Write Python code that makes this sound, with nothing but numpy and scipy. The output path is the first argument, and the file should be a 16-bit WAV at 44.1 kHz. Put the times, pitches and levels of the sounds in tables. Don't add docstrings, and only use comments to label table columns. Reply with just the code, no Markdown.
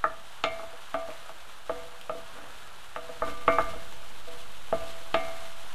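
import sys
import numpy as np
from scipy import signal
from scipy.fft import rfft, irfft
from scipy.io import wavfile

SR = 44100
rng = np.random.default_rng(int(sys.argv[2]) if len(sys.argv) > 2 else 0)


def persist_wave(psi):
    counts = np.round(np.clip(psi, -1, 1) * 32767).astype(np.int16)
    wavfile.write(sys.argv[1], SR, np.atleast_2d(counts).T)


N = 253470
TIME = np.arange(N) / SR


def from_db(db):
    return 10 ** (np.asarray(db) / 20)


def unit_rms(x):
    return x / np.sqrt(np.mean(x ** 2) + 1e-20)


def at_hz(hz, known_hz, values):
    return np.interp(np.log(np.maximum(hz, 1)), np.log(known_hz), values)


def coloured(x, spectrum):
    hz = np.arange(N // 2 + 1) * SR / N
    return unit_rms(irfft(rfft(x) * from_db(at_hz(hz, *np.transpose(spectrum))), N))


def low_pass(x, hz, order):
    return signal.sosfilt(signal.butter(order, min(hz, 20000), fs=SR, output="sos"), x)


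def drift(per_s):
    knots = rng.standard_normal(4000)
    return unit_rms(np.interp(TIME * per_s, np.arange(len(knots)), knots))


def grains(per_s, spread_db):
    sizes = from_db(spread_db * np.minimum(rng.exponential(1, N), 5)) * rng.choice([-1, 1], N)
    return unit_rms(sizes * (rng.random(N) < per_s / SR))


def ringing(hz, level_db, t60):
    t = TIME[:SR, None]
    modes = np.sin(2 * np.pi * hz * t) * from_db(-60 * t / t60)
    return modes @ (from_db(level_db) * (-1) ** np.arange(len(hz)))


def add(out, s, sound):
    start = max(round(s * SR), 0)
    out[start:start + len(sound)] += sound[:N - start]


# f/Hz, level/dB
SIZZLE_SPECTRUM = [(300, -29), (900, 2), (1500, -11), (2000, 0), (3000, 4.5), (3800, 2), (5000, -6),
                   (7000, -6.5), (10000, -9), (12500, -12), (15000, -23.5)]

def sizzle(level_db, per_s=5000, hiss_db=-1, gain_db=7.5, flutter_db=0.88):
    bursts = grains(per_s * from_db(level_db - np.mean(level_db)), spread_db=3)
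    hiss = from_db(hiss_db) * rng.standard_normal(N)
    envelope = from_db(level_db + gain_db + flutter_db * drift(per_s=40))
    return envelope * coloured(bursts + hiss, SIZZLE_SPECTRUM)


# f/Hz, level/dB
SQUELCH_SPECTRUM = [(150, -31), (350, -5.5), (650, 4), (1000, 5), (1350, 7), (1650, 4.5), (2100, -3.5),
                    (4000, -41)]

def squelch(level_db, per_s=1500, cycles=10):
    pops = np.zeros(N)
    pitches_hz = np.geomspace(380, 1900, num=16)
    for hz in pitches_hz:
        decay = from_db(-60 * hz / (cycles * SR))
        angle = 2 * np.pi * hz / SR
        clicks = grains(per_s / len(pitches_hz), spread_db=-2)
        pops += signal.lfilter([np.sin(angle)], [1, -2 * decay * np.cos(angle), decay**2], clicks + 1e-18)
    juice = coloured(np.diff(pops, prepend=0), SQUELCH_SPECTRUM)
    rub = coloured(rng.standard_normal(N), SQUELCH_SPECTRUM)
    return from_db(level_db) * unit_rms(juice + rub)


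# f/Hz, level/dB
RUMBLE_SPECTRUM = [(10, -35), (25, 3), (50, 3.5), (90, -3.5), (160, -6.5), (300, -10), (600, -12.5),
                   (1500, -52)]

def stove_rumble(level_db, shake_db=-23, shake_t60=1.16):
    power = from_db(level_db) ** 2
    for s, thud_db, *_ in SPOON_KNOCKS:
        add(power, s, from_db(thud_db + shake_db - 60 * TIME[:SR] / shake_t60) ** 2)
    return np.sqrt(power) * coloured(rng.standard_normal(N), RUMBLE_SPECTRUM)


KNOCK_BANDS = [200, 640, 1230, 2900]
# f/Hz, level/dB, t60/s
SPOON_MODES = [(86, -2.5, 0.02), (166.6, -10.5, 0.13), (322, -13.5, 0.14), (462.3, -6, 0.14),
               (643, 1, 0.16), (825.5, 1, 0.026), (1207, -2, 0.029), (1332, -1, 0.015),
               (1720, -3.5, 0.0045), (2700, -7, 0.0078), (2815, -7.5, 0.011), (3060, -7, 0.02),
               (3830, -11, 0.014), (4080, -12.5, 0.023), (6880, -18.5, 0.043)]

def spoon_clack(bands_db):
    hz, level_db, t60 = np.transpose(SPOON_MODES)
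    grip = np.exp(rng.normal(0, .015, len(hz)))
    wood = ringing(hz * grip, level_db + at_hz(hz, KNOCK_BANDS, bands_db), t60)
    add(wood, 0, crunch(bands_db))
    add(wood, 0, crack(bands_db[-1]))
    return wood


# f/Hz, level/dB
CRUNCH_SPECTRUM = [(40, -18), (200, 28), (330, 21), (750, 24), (1000, -14), (1250, -3), (1650, 16.5),
                   (2200, 3), (3700, 14), (5000, -28.5), (7000, 0), (11000, -19)]

def crunch(bands_db, gain_db=-7, t60=0.03):
    size = SR // 8
    hz = np.arange(size // 2 + 1) * SR / size
    shape_db = at_hz(hz, KNOCK_BANDS, bands_db) + at_hz(hz, *np.transpose(CRUNCH_SPECTRUM))
    noise = irfft(rfft(rng.standard_normal(size)) * from_db(shape_db), size)
    return noise * from_db(gain_db - 60 * TIME[:size] / t60)


def crack(level_db, hz=2800, t60=0.0058, gain_db=5):
    t = TIME[:SR // 20]
    return -np.sin(2 * np.pi * hz * t) * from_db(level_db + gain_db - 60 * t / t60)


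# f/Hz, level/dB, t60/s
SKILLET_MODES = [(281.5, 0, .3), (490, 0, .55), (662, 0, .6), (738, -10, .6), (799, -13, .3),
                 (1023, -19, .4), (1188, 0, .5), (1505, -8, .3), (1725, -20, .35), (1848, -19, .3),
                 (2131, 0, .47), (2199, -12, .3), (2307, -6, .45)]
# f/Hz, level/dB relative to the clack, t60/s
HIGH_MODES = [(2785, -25, .35), (3008, -32, .25), (3515, -32, .25), (3585, -32, .3)]
# f/Hz, floor level/dB, wall level/dB, rim level/dB
STRIKE_SPOTS = [(281, -10.5, -13.5, -11), (490, 1.5, -18, -7.5), (700, -2, 2, -10), (1220, -10.5, -8, 0.5),
                (1490, -13, -13, -3.5), (2190, -22, -16.5, -4.5)]

def skillet_ring(ring_db, spot, length, edge_db, bands_db, detune_hz=10, twin_db=-9):
    hz, mode_db, t60 = np.transpose(SKILLET_MODES)
    spot_hz = [row[0] for row in STRIKE_SPOTS]
    spot_db = [ring_db + np.interp(spot, [0, 1, 2], row[1:]) for row in STRIKE_SPOTS]
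    spot_db[-1] += edge_db
    level_db = mode_db + at_hz(hz, spot_hz, spot_db) + rng.normal(0, 1, len(hz))
    twin_hz = hz + detune_hz * rng.choice([-1, 1], len(hz)) * rng.uniform(0.58, 1.48, len(hz))
    pairs = ringing(hz, level_db, t60 * length) + ringing(twin_hz, level_db + twin_db, t60 * length)
    rise = 1 - np.exp(-TIME[:SR] / 0.0091)
    fall = from_db(-7) + from_db(-60 * TIME[:SR] / 0.51)
    high_hz, high_db, high_t60 = np.transpose(HIGH_MODES)
    highs = ringing(high_hz, high_db + at_hz(high_hz, KNOCK_BANDS, bands_db), high_t60)
    return rise * fall * pairs + highs


# t/s, thud level/dB, clack level/dB, ring level/dB,
# spot (0 floor, 1 wall, 2 rim), contact hardness as cutoff f/Hz, ring length factor
SPOON_KNOCKS = [(0.04, -28, -6.5, -36.5, 1.37, 2060, 1.4), (0.4389, -25, -15, -27.5, 1.02, 6900, 1.25),
                (.594, -42, -29.5, -55, 1.2, 1900, .5), (.632, -43, -36, -43, 1, 1900, .35),
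                (.730, -52, -52, -43.5, 0.1, 1500, 0.29), (0.942, -31.5, -19, -28.5, 0.93, 3150, 1.2),
                (1.085, -40.5, -36, -56, 1.9, 2600, .3), (1.293, -42, -36, -71, 2.3, 2000, .6),
                (1.6949, -28, -21.5, -35, .15, 3000, 2), (2.095, -31.5, -20.5, -37.5, 0.41, 2860, 1.5),
                (2.961, -38.5, -22, -42, 0.24, 3340, 1.8), (3.091, -45, -53, -39, 0.14, 1200, 0.46),
                (3.22, -26, -14, -34, 2.8, 2040, 5.8), (3.479, -21, -6.5, -21, 1.9, 2770, 1.45),
                (3.584, -21, -8, -26.5, 1.53, 2200, 1.75), (3.735, -43, -32, -45, 1.4, 1400, 0.51),
                (4.272, -59, -49, -45.5, 0.031, 1490, 2.3), (4.7255, -22, -21, -33, 0.65, 2770, 2.76),
                (5.1428, -24, -12.5, -27.5, 1.01, 5360, 2.37)]

def knocks(usual_hardness_hz=3070, edge_db_per_octave=9.5):
    clacks, rings = np.zeros((2, N))
    for s, thud_db, clack_db, ring_db, spot, hardness_hz, length in SPOON_KNOCKS:
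        edge_db = edge_db_per_octave * np.log2(hardness_hz / usual_hardness_hz)
        bands_db = [thud_db - 10.5, thud_db, clack_db, clack_db - 15 + edge_db]
        clack = spoon_clack(bands_db)
        ring = skillet_ring(ring_db, spot, length, edge_db, bands_db)
        add(clacks, s, low_pass(clack + 1e-18, hardness_hz, order=4))
        add(rings, s, low_pass(ring, hardness_hz, order=4))
    return clacks, rings


def kitchen(x, gap_s=0.0026, early_db=-5, early_t60=0.13, late_db=-11, late_t60=.35, wall_cut_hz=9000):
    t = TIME[:SR // 2]
    echoes = 0
    for level_db, t60 in ((early_db, early_t60), (late_db, late_t60)):
        tail = rng.standard_normal(len(t)) * from_db(-60 * t / t60) * (t > gap_s)
        echoes += from_db(level_db) * tail / np.linalg.norm(tail)
    return signal.fftconvolve(x, low_pass(echoes, wall_cut_hz, order=1))[:N]


# start t/s, length/s, effort (0-1)
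STIR_STROKES = [(0.264, 1, 0.32), (0.893, 0.81, 0.34), (1.652, 0.38, 0.41), (2.1, 0.93, .45),
                (2.986, 0.41, 0.44), (3.243, 0.12, 1), (3.46, 0.5, 0.89), (4.285, 0.16, 0.34),
                (4.668, 0.56, 0.47), (5.088, 0.57, 0.65), (5.55, .55, 0.42)]

def stirring(push_share=0.29):
    return sum(np.interp(TIME, [s, s + push_share * length, s + length], [0, effort, 0])
               for s, length, effort in STIR_STROKES)


# start t/s, end t/s, level/dB
SPOON_DRAGS = [(1.07, 1.152, -48.5), (2.115, 2.234, -42), (2.277, 2.556, -53), (3.245, 3.34, -38.5),
               (3.7, 3.812, -45.5)]

def drags(slips_per_s=450, t60_factor=0.2, dull_hz=950):
    hz, level_db, t60 = np.transpose(SKILLET_MODES)
    slips = grains(slips_per_s, spread_db=4)
    scrape = signal.fftconvolve(slips, ringing(hz, level_db, t60 * t60_factor))[:N]
    envelope = sum(from_db(db) * np.sin(np.pi * np.clip((TIME - start) / (end - start), 0, 1))
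                   for start, end, db in SPOON_DRAGS)
    return envelope * unit_rms(low_pass(scrape, dull_hz, order=2))


# t/s, level/dB
FAT_SPITS = [(1.104, -32), (1.885, -47), (2.0128, -30.5), (3.524, -27), (3.925, -31.5), (5.25, -32)]

def spits(typical_hz=2100, t60=0.0059, snap_db=-2, top_hz=4000):
    out = np.zeros(N)
    t = TIME[:SR]
    for s, level_db in FAT_SPITS:
        hz = typical_hz * np.exp(rng.normal(0, 0.32))
        pop = np.sin(2 * np.pi * hz * t)
        snap = from_db(snap_db) * rng.standard_normal(SR)
        add(out, s, from_db(level_db - 60 * t / t60) * (pop + snap))
    return low_pass(out + 1e-18, top_hz, order=1)


# t/s, sizzle level/dB, rumble level/dB
RESTING_LEVELS = [(0, -60.5, -65), (3.12, -60.2, -60), (3.25, -58.5, -53.5), (5.75, -58.5, -59.5)]

def scene(ring_send_db=-11, squelch_db=-52.5, sizzle_swell_db=4, squelch_swell_db=8, rumble_swell_db=7):
    s, *columns = np.transpose(RESTING_LEVELS)
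    sizzle_db, rumble_db = [np.interp(TIME, s, column) for column in columns]
    effort = stirring()
    clacks, rings = knocks()
    sharp = clacks + spits()
    rumble = stove_rumble(rumble_db + rumble_swell_db * effort)
    room = kitchen(sharp + from_db(ring_send_db) * rings)
    food = sizzle(sizzle_db + sizzle_swell_db * effort) + squelch(squelch_db + squelch_swell_db * effort)
    return (sharp + rings + drags() + room + food + rumble)[None]


# t/s, offset/full scale
DC_OFFSET = [(0, .014), (3.219, .014), (3.221, .0356)]

def record(dry, ceiling=.6, cutoff_hz=15000):
    rounded = ceiling * np.tanh(dry / ceiling)
    cut = signal.sosfilt(signal.ellip(10, .1, 80, cutoff_hz, fs=SR, output="sos"), rounded)
    return cut + np.interp(TIME, *np.transpose(DC_OFFSET))


dry = scene()
out = record(dry)
persist_wave(out)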